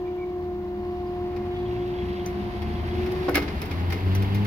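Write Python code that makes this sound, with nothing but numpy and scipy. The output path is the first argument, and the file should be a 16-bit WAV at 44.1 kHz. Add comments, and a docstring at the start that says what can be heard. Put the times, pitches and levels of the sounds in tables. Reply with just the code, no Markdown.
"""Level crossing barrier rising.

Beside a hand-held phone a hydraulic gear pump hums; the pumps of the other booms beat with it.
The dry pivot squeaks, the boom clunks onto its stop and the rods of its folded skirt rattle.
Waiting cars pull away and come closer; the phone turns, leaving the road on its right."""
import sys
import numpy as np
from scipy import signal
from scipy.fft import rfft, irfft
from scipy.io import wavfile
from scipy.ndimage import uniform_filter1d, map_coordinates

SR = 44100
rng = np.random.default_rng(int(sys.argv[2]) if len(sys.argv) > 2 else 0)


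def waveform_to_disk(signal):
    """Save audio, clipped to [-1, 1], as 16-bit WAV at the path in sys.argv[1]."""
    frames = np.transpose(np.atleast_2d(signal))
    scaled = np.clip(frames, -1, 1) * 32767
    samples = np.round(scaled).astype(np.int16)
    wavfile.write(sys.argv[1], SR, samples)


N = 197068
TIME = np.arange(N) / SR

# road noise spectra: freq_hz, density_db
RUMBLE_SPECTRUM = [(18, -25.5), (35, -4), (70, 6), (120, -3), (200, 0), (300, -14), (450, -18.5),
                   (700, -44)]
ROAR_SPECTRUM = [(200, -4), (380, 4.5), (520, -5), (640, -2), (820, -0.5), (1080, -4.5), (1350, -13.5),
                 (2000, -13.5), (4000, -42)]
HISS_SPECTRUM = [(700, -26), (1300, -3), (2000, -1.5), (3300, -8), (4700, -11.5), (6200, -24),
                 (8300, -34.5), (11500, -23.5), (15500, -36.5)]
# left port's lag for sound from the road: time_s, lag_ms
ROAD_LAG = [(0, -0.25), (1.2, -0.19), (1.7, 0.33), (2.5, 0.31), (4.47, 0.43)]
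# engine speeds of three cars: time_s, firing_hz
FIRST_SPEED = [(0, 79.83), (1.42, 83.94), (1.7, 110.6), (2.1, 118.8)]
SECOND_SPEED = [(1.8, 86.93), (2.8, 110.5), (3.3, 112.3)]
NEAR_SPEED = [(1.9, 66.26), (2.55, 72.6), (2.95, 84.9), (3.13, 74.24), (3.45, 77.17), (3.92, 88.3),
              (4.47, 104.7)]
# their exhaust partials: firing_multiple, gain_db
FIRST_EXHAUST = [(.5, -9.5), (1, -1), (1.5, -12), (2, -15), (2.5, -10.5), (3.5, -18.5)]
SECOND_EXHAUST = [(.5, -18.5), (1, -0.5), (2, -4), (3, -16.5)]
NEAR_EXHAUST = [(.5, -29), (1, -3), (1.5, -25.5), (2, -17.5), (3, -18.5), (4, -20.5)]
# their swells under load: start_s, end_s, level_db, swell_db_per_s
FIRST_PULL = (0, 1.88, -47, 5.5)
SECOND_PULL = (2.05, 3, -41, 3)
NEAR_PULL = (2, 5, -40.5, 5)
# surges of the nearest exhaust: start_s, end_s, lift_db
SURGES = [(2.05, 2.073, 7), (2.655, 2.816, 10), (2.95, 3.045, 7), (3.768, 3.914, 8), (4.068, 4.22, 11),
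          (4.34, 4.424, 9)]
# pumps of two further booms: start_s, end_s, tooth_hz, sag_hz_per_s, level_db, swell_db_per_s
FAR_PUMPS = [(0, 1.296, 329, 5.5, -44, -4), (0.893, 3.093, 352.4, 4.5, -49.5, 4.5)]
# near pump, speeding up as the load comes off: time_s, tooth_hz
PUMP_SPEED = [(0, 360), (.5, 358.4), (1.2, 357.2), (1.6, 358.2), (2.85, 356.8), (3.12, 365), (3.3, 366)]
# its hum: time_s, fundamental_db, octave_db
PUMP_HUM = [(0, -29.5, -41.5), (.65, -31.5, -44.5), (1, -31, -39), (1.5, -30, -40.5), (1.8, -28.5, -43),
            (2.35, -33, -43.5), (2.82, -39, -43), (3.02, -27.3, -43), (3.3, -29, -44.5)]
# its overtones: tooth_multiple, re_fundamental_db
PUMP_OVERTONES = [(4, -37), (5, -37), (6, -37.5), (8, -36.5)]
# its gear buzz: freq_hz, density_db
BUZZ_SPECTRUM = [(400, -27.5), (700, 13.5), (1100, -6), (1500, -12), (3000, -20), (4800, -16), (7000, -23),
                 (9000, -50.5)]
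# pivot squeaks: start_s, length_s, pitch_hz, level_db
SQUEAKS = [(0.045, 0.059, 2353, -54.5), (0.175, 0.035, 2370, -54), (0.206, 0.045, 2280, -46.5),
           (1.062, 0.026, 4840, -62)]
# skirt rod modes: freq_hz, gain_db
ROD_MODES = [(1816, -6), (2106, 0), (2170, 0), (2400, -4), (2660, -1), (2790, -4), (2900, -3), (3110, -2),
             (3340, 0), (3600, -6), (3900, -6), (4650, -11)]
# bouts of rattle as the skirt folds and settles: start_s, end_s, level_db, swell_db_per_s
JIGGLES = [(0, .28, -63, -10), (1.52, 2.203, -53, 5), (2.394, 3.014, -57, 14.5), (3.403, 4.47, -58.5, 11.5)]
# rod clanks: start_s, level_db, hardness_db (tick over ring), pitch_hz
CLANKS = [(1.362, -46.5, -16.5, 2500), (2.260, -44, 2.5, 6120), (2.618, -43, -13, 3340),
          (3.060, -44, -11, 3480), (3.115, -44.5, -7, 2300), (3.419, -39.5, -16, 2500),
          (3.476, -37.5, -35, 1810), (3.615, -37, -6, 2502), (3.653, -44.5, -7, 3550),
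          (3.709, -39, -14, 3290), (3.900, -39, -10, 2140), (3.920, -33, -11.5, 2200),
          (4.149, -39, -1.5, 5900), (4.221, -41.5, -6.5, 2860), (4.344, -40, -5, 2430),
          (4.448, -41, -9, 1990)]
# boom and pedestal modes: freq_hz, gain_db, t60_s
BOOM_MODES = [(287.8, 0.5, 0.53), (317, -9.5, 0.21), (341, 3, 0.26), (378, 0.5, 0.41), (418.6, -2, 0.52),
              (487, -9, 0.49), (777, 0.5, 0.13), (1272, -3, .15), (1534, -9, .2), (1818, -3, .18),
              (2106, 4, .26), (2202, 2, .21), (2458, -5, .2), (3600, -17, 0.05), (4970, -10, 0.17),
              (5100, -9, .14)]
# dense high modes of a blow: freq_hz, density_db
CRACK_SPECTRUM = [(100, -18), (300, 1.5), (500, 0.5), (900, -8.5), (2200, 2), (3300, -7), (5200, -8.5),
                  (6800, -24), (8500, -34), (11000, -19.5), (13000, -20.5), (16000, -25)]
# blows of the boom on its stop: start_s, thud_db, ring_db, tick_db, chatter_s, pitch_hz
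LANDING = [(3.281, -23, -37.5, -72, 0.011, 1095), (3.293, -27, -51, -44, 0.0014, 1471),
           (3.343, -30, -26.5, -44, 0.0053, 2290), (3.353, -24, -21.5, -29.5, 0.0057, 2153),
           (3.365, -22.5, -31.5, -50, 0.014, 1720)]
# microphone port mismatch: freq_hz, left_over_right_db
PORT_BALANCE = [(60, 1.4), (300, 0.8), (1000, 0.1), (2000, -0.5), (4000, -0.5), (8000, -1.5), (12000, 1.5)]


def undb(db):
    """Decibels to gain."""
    return 10 ** (np.asarray(db) / 20)


def unit(x):
    """Scale to rms 1."""
    return x / np.sqrt(np.mean(x ** 2))


def curves(rows):
    """Table columns, interpolated over time."""
    times_s, *columns = np.transpose(rows)
    return [np.interp(TIME, times_s, column) for column in columns]


def walk(rate_hz):
    """Random steps, smoothed twice; spread near 1."""
    hold = max(int(SR / rate_hz), 20)
    steps = rng.standard_normal(N // 20 + 1)[np.arange(N) // hold]
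    return 1.26 * uniform_filter1d(uniform_filter1d(steps, hold), hold)


def decay(t, t60_s):
    """Exponential fall, 60 dB in t60_s."""
    return np.exp(-np.log(1000) * t / t60_s)


def gate(start_s, end_s, attack_s, release_s):
    """Trapezoid, fully open from start_s to end_s."""
    return np.clip(np.minimum(1 + (TIME - start_s) / attack_s, 1 - (TIME - end_s) / release_s), 0, 1)


def swell(start_s, end_s, level_db, db_per_s, attack_s, release_s):
    """Gated gain, ramping in dB while open."""
    elapsed_s = np.clip(TIME, start_s, end_s) - start_s
    return undb(level_db + db_per_s * elapsed_s) * gate(start_s, end_s, attack_s, release_s)


def cycles(hz):
    """Running cycle count."""
    return np.cumsum(hz) / SR + rng.random()


def tone(turns):
    """Sine of rms 1, random phase."""
    return np.sqrt(2) * np.sin(2 * np.pi * (turns + rng.random()))


def colour(x, spectrum):
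    """Shape by a spectrum, falling 20 dB per octave past its ends; rms 1."""
    hz, db = np.transpose(spectrum)
    octave = np.log2(np.maximum(np.fft.rfftfreq(x.shape[-1], 1 / SR), 1))
    beyond = np.abs(octave - np.clip(octave, np.log2(hz[0]), np.log2(hz[-1])))
    gain = undb(np.interp(octave, np.log2(hz), db) - 20 * beyond)
    return unit(irfft(rfft(x) * gain, x.shape[-1]))


def ports(x, lag_ms):
    """Arrival at two microphone ports; positive lag puts the source on the right."""
    at, half_lag = np.arange(len(x)), lag_ms * SR / 2000
    return np.array([map_coordinates(x, [at + side * half_lag], order=3, mode="nearest")
                     for side in (-1, 1)])


def diffuse(size):
    """Noise from all around: alike at both ports in the bass, unrelated in the treble."""
    mid, side = rfft(rng.standard_normal((2, size)))
    coherence = 0.985 * np.sinc(np.fft.rfftfreq(size, 1 / SR) / 1150)
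    spectra = mid * np.sqrt(1 + coherence) + side * np.sqrt(1 - coherence) * np.array([[1], [-1]])
    return irfft(spectra, size) / np.sqrt(2)


def road(firings, lag_ms, approach_s=(0.43, 3.14)):
    """Rumble, tyre roar and hiss grow as the cars close in; the hiss clatters once per firing."""
    rumble_db = np.interp(TIME, approach_s, [-43.5, -32.5])
    roar_db = np.interp(TIME, approach_s, [-48, -38])
    hiss_db = np.interp(TIME, approach_s, [-58.5, -43])
    air_db = np.interp(TIME, [2.6, 4.1], [-69, -60])
    pulses = 0.79 + np.exp(-(firings % 1) / 0.15)
    clatter = unit(pulses * undb(2.4 * walk(70)) * rng.standard_normal(N))
    rumble = undb(rumble_db) * colour(diffuse(N), RUMBLE_SPECTRUM)
    roar_gain = undb(roar_db + 0.53 * walk(12))
    roar = roar_gain * colour(diffuse(N) + 0.5 * ports(rng.standard_normal(N), lag_ms), ROAR_SPECTRUM)
    hiss = undb(hiss_db + walk(31)) * colour(diffuse(N) + 0.62 * ports(clatter, lag_ms), HISS_SPECTRUM)
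    air = undb(air_db) * colour(diffuse(N), [(9500, -8.5), (11000, -1.5), (15500, 3.5)])
    return rumble + roar + hiss + air


def engine(speed, pull, partials, rough_db, wobble, drone_hz=205, half_width_hz=11, drone_db=9):
    """Uneven firings drive an exhaust that drones at resonance. Returns sound, firing count."""
    firing_hz, = curves(speed)
    firings = cycles(firing_hz * (1 + wobble * walk(30)))
    exhaust = 0
    for k, gain_db in partials:
        lift_db = drone_db / (1 + ((k * firing_hz - drone_hz) / half_width_hz) ** 2)
        exhaust += undb(gain_db + lift_db + rough_db * walk(24.9)) * tone(k * firings)
    return exhaust * swell(*pull, attack_s=0.3, release_s=0.14), firings


def traffic():
    """Three cars pull away over road noise; the nearest exhaust surges."""
    lag_ms, = curves(ROAD_LAG)
    first, _ = engine(FIRST_SPEED, FIRST_PULL, FIRST_EXHAUST, rough_db=2, wobble=0.012)
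    second, _ = engine(SECOND_SPEED, SECOND_PULL, SECOND_EXHAUST, rough_db=-1.8, wobble=0.0059)
    near, firings = engine(NEAR_SPEED, NEAR_PULL, NEAR_EXHAUST, rough_db=-0.5, wobble=0.0084)
    surge_db = sum(db * gate(*span_s, attack_s=0.073, release_s=0.1) for *span_s, db in SURGES)
    return ports(first + second + near * undb(surge_db), lag_ms) + road(firings, lag_ms)


def far_pumps():
    """Slightly slower pumps sag in speed and beat against the near one."""
    out = 0
    for start_s, end_s, tooth_hz, sag_hz_per_s, level_db, db_per_s in FAR_PUMPS:
        teeth = cycles(tooth_hz - sag_hz_per_s * (TIME - start_s))
        hum = tone(teeth) + undb(-12.5) * tone(2 * teeth)
        out += hum * swell(start_s, end_s, level_db, db_per_s, attack_s=0.81, release_s=0.67)
    return ports(out, lag_ms=0.05)


def near_pump(stop_s=3.31, release_s=0.071, valve_hz=(1005, 1115)):
    """Gear teeth pulse the oil; their flaws buzz, repeating every five teeth; a valve rushes."""
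    tooth_hz, = curves(PUMP_SPEED)
    hum_db, octave_db = curves(PUMP_HUM)
    teeth = cycles(tooth_hz * (1 + 0.00071 * walk(25)))
    hum = undb(hum_db + 0.36 * walk(51)) * tone(teeth)
    hum += undb(octave_db + walk(25)) * tone(2 * teeth)
    whine = sum(undb(db + 2 * walk(13)) * tone(k * teeth) for k, db in PUMP_OVERTONES)
    flaws = np.interp(teeth / 5 % 1, np.linspace(0, 1, 500), rng.standard_normal(500))
    buzz = undb(-22.5) * colour(flaws, BUZZ_SPECTRUM)
    valve = signal.butter(2, valve_hz, "band", fs=SR, output="sos")
    flow = undb(octave_db - 11) * unit(signal.sosfilt(valve, rng.standard_normal(N)))
    running = np.clip(1 + (stop_s - TIME) / release_s, 0, 1)
    return ports(running * (hum + undb(hum_db) * (whine + buzz) + flow), lag_ms=-0.13)


def pivot(tail_t60_s=0.22, tail_db=-5):
    """The dry pivot gives short, unsteady squeaks that linger in the boom."""
    squeaks, t = 0, TIME[:SR // 4]
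    for start_s, length_s, pitch_hz, level_db in SQUEAKS:
        progress = np.clip((TIME - start_s) / length_s, 0, 1)
        arch = np.sqrt(np.maximum(np.sin(np.pi * progress), 0))
        squeaks += undb(level_db) * arch * tone(cycles(pitch_hz * (1 + 0.018 * walk(400))))
    response = rng.standard_normal((2, len(t))) * decay(t, tail_t60_s)
    tail = signal.fftconvolve(squeaks[None], response / np.linalg.norm(response[0]))[:, :N]
    return ports(squeaks, lag_ms=-0.035) + undb(tail_db) * tail


def skirt_rattle(count=1300, scatter_db=3, t60_s=0.052):
    """Loose rods touch their sockets at random; each touch rings its own mix of modes."""
    shaking = sum(swell(*bout, attack_s=0.055, release_s=0.16) for bout in JIGGLES)
    lag_ms, = curves(ROAD_LAG)  # the skirt reaches over the road
    at = rng.integers(0, N, count)
    sizes = undb(scatter_db * rng.standard_normal(count))
    rattle, t = 0, TIME[:SR // 4]
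    for hz, db in ROD_MODES:
        touches = np.bincount(at, sizes * rng.standard_normal(count), N)
        ring = decay(t, t60_s) * np.sin(2 * np.pi * hz * t)
        rattle += undb(db) * signal.fftconvolve(touches, ring)[:N]
    return ports(shaking * unit(rattle), lag_ms)


def blow(t, chatter_s, pitch_hz):
    """Chattering contacts ring the boom and the part struck; the surroundings add a tail."""
    modes = sum(undb(db + rng.standard_normal()) * decay(t, t60_s) * tone(hz * t)
                for hz, db, t60_s in BOOM_MODES)
    struck_part = undb(-5) * decay(t, t60_s=0.066) * tone(pitch_hz * t)
    build_up = 1 - np.exp(-2 * t / chatter_s)  # contacts keep feeding the modes
    bounces = undb(2.3 * walk(600)[:len(t)])
    contact = np.exp(-0.5 * (t / chatter_s) ** 2) + 0.37 * decay(t, t60_s=0.15)
    tail = undb(-19) * decay(t, t60_s=0.38)
    noise = diffuse(len(t)) + 0.5 * ports(rng.standard_normal(len(t)), lag_ms=-0.045)
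    crack = colour(noise, CRACK_SPECTRUM) * bounces * build_up * (contact + tail)
    return crack + ports((undb(-15) * modes + struck_part) * build_up, lag_ms=-0.063)


def impacts(rows, low_hz=1100, high_hz=7500):
    """Blows split into thud, ring and tick bands, each levelled over its first 20 ms."""
    out, t = np.zeros((2, N + SR)), TIME[:SR // 2]
    filters = [signal.butter(3, hz, kind, fs=SR, output="sos")
               for hz, kind in ((low_hz, "low"), ((low_hz, high_hz), "band"), (high_hz, "high"))]
    dampings = 1, 1, 0.49 + decay(t, t60_s=0.015)  # the first, hardest contacts tick most
    for start_s, *levels_db, chatter_s, pitch_hz in rows:
        hit, at = blow(t, chatter_s, pitch_hz), int(start_s * SR)
        for sos, level_db, damping in zip(filters, levels_db, dampings):
            band = signal.sosfilt(sos, hit) * damping
            out[:, at:at + len(t)] += undb(level_db) * band / np.std(band[:, :SR // 50])
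    return out[:, :N]


def rod_clanks():
    """Light blows of the skirt rods; hard contacts chatter more briefly."""
    rows = []
    for start_s, level_db, hardness_db, pitch_hz in CLANKS:
        chatter_s = np.clip(0.0052 - 0.5 * hardness_db, 0.002, 0.008)
        rows.append((start_s, level_db - 1.5, level_db, level_db + hardness_db, chatter_s, pitch_hz))
    return impacts(rows)


def boom_landing():
    """The boom meets its stop in a quick run of heavy blows."""
    return impacts(LANDING)


def scene():
    """The barrier machines in front of the road."""
    background = near_pump() + far_pumps() + traffic()
    return background + skirt_rattle() + boom_landing() + rod_clanks() + pivot()


def record(dry, cutoff_hz=15750):
    """The two ports differ slightly in colour; the phone cuts the top."""
    hz, db = np.transpose(PORT_BALANCE)
    balance_db = np.interp(np.log(np.fft.rfftfreq(N, 1 / SR) + 1), np.log(hz), db)
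    heard = irfft(rfft(dry) * undb(np.array([balance_db, -balance_db]) / 2), N)
    return signal.sosfilt(signal.ellip(10, 0.2, 80, cutoff_hz, fs=SR, output="sos"), heard)


dry = scene()
out = record(dry)
waveform_to_disk(out)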